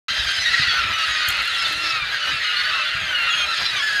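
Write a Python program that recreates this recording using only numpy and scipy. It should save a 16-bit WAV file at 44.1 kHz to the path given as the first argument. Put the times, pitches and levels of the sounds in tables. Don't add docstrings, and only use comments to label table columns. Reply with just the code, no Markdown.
import sys
import numpy as np
from scipy.fft import rfft, irfft, next_fast_len
from scipy.io import wavfile
from scipy.ndimage import map_coordinates

SR = 44100
rng = np.random.default_rng(int(sys.argv[2]) if len(sys.argv) > 2 else 0)


def pcm_store(signal):
    levels = np.round(np.clip(np.atleast_2d(signal), -1, 1) * 32767)
    wavfile.write(sys.argv[1], SR, levels.astype(np.int16).T)


N = 176400
TOP_HZ = 15500


def amp(db):
    return 10 ** (np.asarray(db) / 20)


def unit(x):
    return x / np.sqrt(np.mean(x ** 2) + 1e-20)


def curve(points):
    return np.interp(np.arange(N) / SR, *np.transpose(points))


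def wobble(rate, size):
    knots = rng.standard_normal(1024)
    return map_coordinates(knots, [np.arange(size) * rate / SR], order=2, mode="grid-wrap")


def filtered(x, response):
    size = next_fast_len(N + 8192)
    return irfft(rfft(x, size) * response(np.fft.rfftfreq(size, 1 / SR)), size)[:N]


def coloured(x, colour):
    points_hz, db = np.transpose(colour)
    return unit(filtered(x, lambda hz: amp(np.interp(np.log(hz + 1), np.log(points_hz), db))))


def noise(colour):
    return coloured(rng.standard_normal(N), colour)


def add(track, start_s, sound):
    i = round(start_s * SR)
    part = sound[max(-i, 0):max(N - i, 0)]
    track[max(i, 0):][:len(part)] += part


def bursts(events, rise_s, decay_s):
    t = np.arange(N) / SR
    envelope = np.zeros(N)
    for start_s, db in events:
        past_peak = t - start_s - rise_s
        envelope += amp(db) * np.exp(-np.maximum(-past_peak / rise_s, past_peak / decay_s).clip(0, 20))
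    return envelope


def ground(rustle_db=-9.5, click_db=-5):
    # time in seconds, relative level in dB.
    scuffle = [(0.1, -39), (0.36, -32.5), (0.91, -41), (1.07, -33), (1.26, -39.5), (1.27, -36), (1.28, -28),
               (1.34, -35.5), (1.75, -33), (2.05, -43.5), (2.39, -37.5), (2.83, -40.5), (3.98, -35.5),
               (4.0, -43)]
    # start in seconds, relative peak in dB.
    taps = [(0.2464, -34), (1.287, -15), (1.303, -22), (1.3714, -38), (1.4214, -32.5), (1.4524, -31),
            (1.4774, -32), (1.7255, -27)]
    # frequency in Hz, gain in dB.
    rustle_colour = [(3000, 6), (7000, 12.5), (8500, 9.5), (9700, 9.5), (11000, 3.5), (13000, -3.5),
                     (15000, -26)]
    click_colour = [(1500, -29), (5000, -23), (7000, 4.5), (8300, -17), (9800, 1.5), (11300, -14),
                    (12800, 6), (14000, -23), (15500, -11)]
    rustle = amp(curve(scuffle) + rustle_db + 2.25 * wobble(160, N)) * noise(rustle_colour)
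    clicks = bursts(taps, rise_s=0.0003, decay_s=0.0034) * noise(click_colour)
    return rustle + amp(click_db) * clicks


def wings(beat_db=-8.5, flutter_db=-39, rise_s=0.0072, decay_s=0.024):
    # start in seconds, relative peak in dB, puff over thump in dB.
    beats = [(.10, -30.5, 0), (.19, -35, 7), (0.254, -36, 5), (.385, -32, -1), (.48, -31.5, 1),
             (0.592, -24, -0.5), (.675, -29, -1), (0.784, -36, 5), (0.838, -26.5, -7), (0.893, -27, -3),
             (1.09, -37, 7), (1.28, -29.5, -5), (1.38, -35.5, 1), (1.68, -36, 2), (1.75, -40, 0),
             (1.83, -46, 3), (1.93, -35, 4), (2.02, -34.5, 6), (2.323, -26.5, -11), (2.38, -45, -6),
             (2.58, -36, -6), (2.79, -42, -9), (2.95, -29.5, -10), (3.021, -26.5, -19)]
    # frequency in Hz, gain in dB.
    thump_colour = [(30, -21), (60, -3), (110, 3), (170, -6), (280, -14.5), (1000, -50), (4000, -62)]
    puff_colour = [(20, -20), (40, -13), (60, 22), (85, -14), (160, -45)]
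    flutter_colour = [(20, -27), (60, 3.5), (130, -2.5), (250, -9.5), (450, -5.5), (700, -1), (1100, 0.5),
                      (3000, -0.5), (9000, -26), (13000, -21), (15500, -49)]
    thump = bursts([(s, db) for s, db, _ in beats], rise_s, decay_s) * noise(thump_colour)
    puff = bursts([(s, db + deep) for s, db, deep in beats], rise_s, decay_s) * noise(puff_colour)
    flutter = amp(flutter_db + 3 * wobble(21.88, N)) * noise(flutter_colour)
    return amp(beat_db) * (thump + puff) + flutter


def flicker(t, rough, depth_db=1.8, rate_hz=55):
    gains = amp(depth_db * min(rough / .3, 1) * rng.standard_normal(64))
    return unit(np.interp(t * rate_hz, np.arange(len(gains)), gains))


def cry(length_s, pitches, harmonics_db, rough):
    attack_s, release_s = 0.015, 0.013
    quaver_hz, rasp_hz = 90, 650
    t = np.arange(int(max(length_s, .02) * SR)) / SR
    n, progress = len(t), t / t[-1]
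    start, middle, end = pitches
    arch = (middle - (start + end) / 2) * (1 - (2 * progress - 1) ** 2)
    hz = start + (end - start) * progress + arch
    hz *= 1 + 0.00803 * wobble(quaver_hz, n) + 0.0492 * rough * wobble(rasp_hz, n)
    phase = (2 * np.pi * np.cumsum(hz) / SR).astype("float32")
    tone = sum(amp(db) * flicker(t, rough) * np.sin(k * phase + rng.uniform(0, 2 * np.pi))
               for k, db in enumerate(harmonics_db, 1))
    envelope = np.clip(t / attack_s, 0, 1) * np.clip((t[-1] - t) / release_s, 0, 1)
    flutter_db = 6.5 * rough * wobble(rasp_hz, n) + 1.88 * wobble(quaver_hz, n)
    return np.sqrt(2) * tone * envelope * unit(amp(flutter_db))


def chorus(pitch_hz, length_s, count, harmonics):
    out = np.zeros(N)
    for i, (when, pitch, length, fall, arch, rasp) in enumerate(rng.standard_normal((count, 6))):
        hz = pitch_hz * np.exp(.2 * pitch)
        seconds = length_s * np.exp(.4 * length)
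        glide = hz * np.array([1, 1 + .035 * arch, 1 - 0.0605 * (1 + fall)])
        rough = min(0.286 * np.exp(rasp / 2), 1)
        harmonics_db = 2 * rng.standard_normal(harmonics)
        centre_s = (i + when) / count * N / SR
        add(out, centre_s - seconds / 2, cry(seconds, glide, harmonics_db, rough))
    return out


def crowd(pitch_hz=1559.7, shrill_hz=3800, yelp_db=-6, babble_db=-3, gruff_db=-51.5):
    # time in seconds, relative level in dB.
    swells = [(.1, -24.5), (.25, -24.5), (.4, -24.5), (.6, -23), (.85, -23), (1.05, -24), (1.3, -22.5),
              (1.55, -23.5), (1.72, -26.5), (1.88, -26.5), (2.05, -27), (2.3, -25), (2.6, -23), (2.9, -24),
              (3.08, -24.5), (3.35, -23.5), (3.5, -28), (3.62, -24), (3.9, -26.5)]
    # time in seconds, treble shelf gain in dB.
    shrillness = [(.1, 1.5), (.35, 2.5), (.6, 3), (.78, -3), (.88, -6), (1.2, -0.5), (1.4, -4), (1.6, 0.5),
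                  (1.87, 3), (2.05, -3.5), (2.3, -0.5), (2.6, -2.5), (2.9, -4.5), (3.15, -11), (3.45, -2),
                  (3.63, 4), (3.78, -1), (4, -0.5)]
    # frequency in Hz, gain in dB.
    flock_colour = [(600, -52), (1000, -23.5), (1300, -1), (1600, -3), (2000, -3), (2700, -2.5), (3300, -6),
                    (4200, -1.5), (5000, -8.5), (5700, -19.5), (6600, -17), (7500, -32.5), (10000, -35),
                    (13000, -55.5), (15500, -54.5)]
    babble_colour = [(500, -51), (900, -48), (1080, -10), (1330, 2.5), (1600, 5.5), (2000, 8), (2300, 1.5),
                     (2750, 6.5), (3300, 3.5), (4100, 2.5), (4900, -6), (5700, -26), (6600, -40),
                     (7500, -46), (12000, -37), (15000, -60)]
    gruff_colour = [(250, -5.5), (350, 4), (480, 7.5), (650, 14.5), (1000, -19), (1600, -64), (3000, -40)]
    cries = unit(chorus(pitch_hz, length_s=.15, count=190, harmonics=6))
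    yelps = unit(chorus(pitch_hz, length_s=.045, count=90, harmonics=6))
    flock = coloured(cries + amp(yelp_db) * yelps, flock_colour)
    din = amp(-0.97) * flock + amp(babble_db) * noise(babble_colour)
    treble = filtered(din, lambda hz: 1 - 1 / (1 + (hz / shrill_hz) ** 10))
    din += treble * (amp(curve(shrillness)) - 1)
    gruff = coloured(chorus(pitch_hz=335.3, length_s=.15, count=70, harmonics=4), gruff_colour)
    return amp(curve(swells)) * din + amp(gruff_db) * gruff


def near_gulls(level_db=-0.5):
    # start and length in seconds, pitch in Hz at start, middle and end,
    # relative levels of harmonics 1 to 4 in dB, roughness from 0 to 1.
    squeals = [(0.09, 0.16, 1570, 1590, 1550, -33, -29, -36, -43, 0.3),
               (0.17, 0.06, 1950, 1920, 1930, -36, -29, -47, -63, 0.2),
               (0.26, 0.14, 1580, 1580, 1520, -29, -28, -42, -42, 0.3),
               (0.33, 0.12, 2600, 2525, 2520, -46, -32, -61, -64, 0.2),
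               (0.4, 0.05, 2020, 1990, 1960, -31, -45, -32, -57, 0.2),
               (0.42, 0.33, 2010, 1990, 1960, -30, -38, -52, -62, 0.7),
               (0.448, 0.052, 1930, 1890, 1915, -19, -20, -36, -56, 0.2),
               (0.522, 0.04, 1970, 1905, 1870, -17, -29, -43, -60, 0.35),
               (0.568, 0.04, 1970, 1900, 1890, -19, -28, -50, -64, 0.35),
               (0.607, 0.045, 2020, 1980, 1940, -23, -29, -55, -64, 0.4),
               (0.66, 0.04, 1980, 1915, 1870, -21, -50, -54, -58, 0.25),
               (0.672, 0.095, 1140, 1122, 1145, -59, -48, -25, -28, 0.15),
               (0.7, 0.11, 1480, 1490, 1450, -27, -42, -36, -41, 0.25),
               (0.72, 0.35, 1370, 1340, 1280, -30, -42, -46, -56, 0.2),
               (0.875, 0.035, 3300, 3450, 3600, -40, -44, -70, -85, 0.15),
               (0.92, 0.14, 3000, 2870, 2760, -27, -41, -64, -58, 0.16),
               (0.97, 0.09, 1460, 1480, 1490, -48, -42, -31, -62, 0.15),
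               (1.03, 0.25, 1950, 1900, 1950, -31, -33, -58, -63, 0.5),
               (1.08, 0.26, 1270, 1240, 1240, -32, -33, -36, -42, 0.3),
               (1.0, 0.125, 3300, 3170, 3230, -42, -47, -55, -68, 0.25),
               (1.085, 0.1, 3420, 3260, 3260, -41, -41, -64, -78, 0.3),
               (1.175, 0.07, 3350, 3460, 3260, -43, -45, -68, -78, 0.3),
               (1.27, 0.04, 1580, 1590, 1600, -31, -27, -47, -52, 0.2),
               (1.32, 0.06, 1270, 1280, 1300, -41, -28, -43, -52, 0.2),
               (1.38, 0.34, 1330, 1380, 1310, -33, -31, -35, -56, 0.25),
               (1.345, 0.05, 980, 910, 860, -46, -43, -45, -50, 0.3),
               (1.525, 0.04, 1735, 1700, 1685, -39, -24, -52, -50, 0.2),
               (1.563, 0.09, 1760, 1735, 1680, -44, -48, -33, -54, 0.15),
               (1.582, 0.035, 1650, 1625, 1600, -51, -26, -46, -53, 0.15),
               (1.602, 0.05, 2200, 2190, 2220, -31, -38, -58, -62, 0.2),
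               (1.64, 0.04, 1515, 1490, 1465, -35, -30, -30, -58, 0.15),
               (1.64, 0.043, 1815, 1780, 1755, -46, -24, -47, -54, 0.2),
               (1.7, 0.055, 1325, 1305, 1295, -33, -28, -36, -52, 0.15),
               (1.735, 0.325, 1360, 1325, 1140, -33, -29, -38, -54, 0.24),
               (1.81, 0.115, 1750, 1770, 1740, -38, -34, -33, -54, 0.7),
               (1.94, 0.03, 1880, 1840, 1800, -27, -36, -54, -62, 0.25),
               (2.09, 0.04, 2050, 2010, 1980, -30, -29, -65, -66, 0.3),
               (2.11, 0.05, 1680, 1650, 1630, -25, -36, -39, -46, 0.2),
               (2.19, 0.13, 3020, 2900, 3050, -28, -45, -64, -72, 0.3),
               (2.225, 0.04, 1480, 1495, 1490, -30, -31, -31, -50, 0.2),
               (2.26, 0.08, 1530, 1550, 1520, -30, -38, -39, -58, 0.25),
               (2.305, 0.035, 2050, 2010, 1980, -28, -41, -60, -60, 0.2),
               (2.33, 0.07, 1370, 1345, 1330, -33, -28, -40, -48, 0.2),
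               (2.39, 0.06, 1930, 1890, 1880, -28, -44, -63, -66, 0.25),
               (2.44, 0.12, 1460, 1440, 1415, -31, -26, -39, -57, 0.25),
               (2.455, 0.035, 2090, 2065, 2040, -27, -30, -54, -62, 0.25),
               (2.55, 0.075, 1410, 1440, 1455, -27, -27, -26, -57, 0.2),
               (2.63, 0.085, 1440, 1495, 1510, -29, -32, -30, -54, 0.25),
               (2.64, 0.17, 1270, 1170, 1040, -35.5, -46, -48, -52, 0.3),
               (2.705, 0.06, 1870, 1850, 1825, -38, -31, -60, -66, 0.2),
               (2.72, 0.12, 1350, 1335, 1320, -33, -29, -36, -54, 0.2),
               (2.845, 0.06, 1750, 1715, 1685, -45, -28, -60, -67, 0.2),
               (2.99, 0.18, 3300, 3150, 2850, -33, -46, -67, -73, 0.25),
               (3.1, 0.06, 1490, 1490, 1460, -26, -32, -48, -56, 0.15),
               (3.135, 0.23, 1470, 1375, 1450, -31, -23.5, -37, -54, 0.1),
               (3.25, 0.065, 1840, 1855, 1850, -30, -32, -54, -60, 0.2),
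               (3.295, 0.16, 3335, 3250, 3205, -25, -37, -51, -64, 0.11),
               (3.32, 0.15, 1310, 1250, 1230, -36, -28, -43, -58, 0.2),
               (3.385, 0.045, 1820, 1780, 1740, -38, -28, -42, -58, 0.35),
               (3.47, 0.09, 1370, 1355, 1330, -28, -32, -31, -50, 0.15),
               (3.55, 0.13, 1600, 1630, 1600, -34, -30, -34, -48, 0.9),
               (3.558, 0.033, 3150, 3180, 3200, -40, -41, -61, -72, 0.2),
               (3.645, 0.07, 1380, 1335, 1315, -35, -42, -24, -35, 0.17),
               (3.718, 0.055, 1265, 1220, 1185, -36, -29, -41, -48, 0.15),
               (3.752, 0.08, 1205, 1140, 1080, -36, -30, -27, -44, 0.25),
               (3.752, 0.052, 3400, 3130, 3120, -32, -38, -51, -70, 0.2),
               (3.775, 0.055, 1620, 1700, 1725, -36, -41, -36, -54, 0.2),
               (3.81, 0.22, 1720, 1685, 1575, -22.5, -35, -36, -44, 0.1)]
    # frequency in Hz, dB over the mean of the first four.
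    overtones = [(4500, -9), (6000, -14), (7500, -37), (8500, -25), (10000, -27.5), (12000, -23.5),
                 (13500, -30), (15000, -42)]
    # start and length in seconds, pitch in Hz, fundamental's relative level in dB.
    gruff_calls = [(0.82, 0.12, 315, -55.5), (1.699, 0.21, 316.4, -47), (2.29, 0.082, 283.6, -49.5)]
    out = np.zeros(N)
    for start_s, length_s, start_hz, middle_hz, end_hz, *lower_db, rough in squeals:
        upper_hz = middle_hz * np.arange(5, 9)
        upper_db = np.mean(lower_db) + np.interp(upper_hz, *np.transpose(overtones))
        upper_db[upper_hz >= TOP_HZ] = -200
        add(out, start_s, cry(length_s, (start_hz, middle_hz, end_hz), [*lower_db, *upper_db], rough))
    for start_s, length_s, hz, db in gruff_calls:
        add(out, start_s, cry(length_s, (hz, hz, hz), db - 5.5 * np.arange(4), rough=0.56))
    return amp(level_db) * out


def scene():
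    return (near_gulls() + crowd() + wings() + ground())[None]


def record(dry):
    gate = np.arange(N) / SR > .083
    return filtered(dry[0] * gate, lambda hz: hz < TOP_HZ)[None]


dry = scene()
out = record(dry)
pcm_store(out)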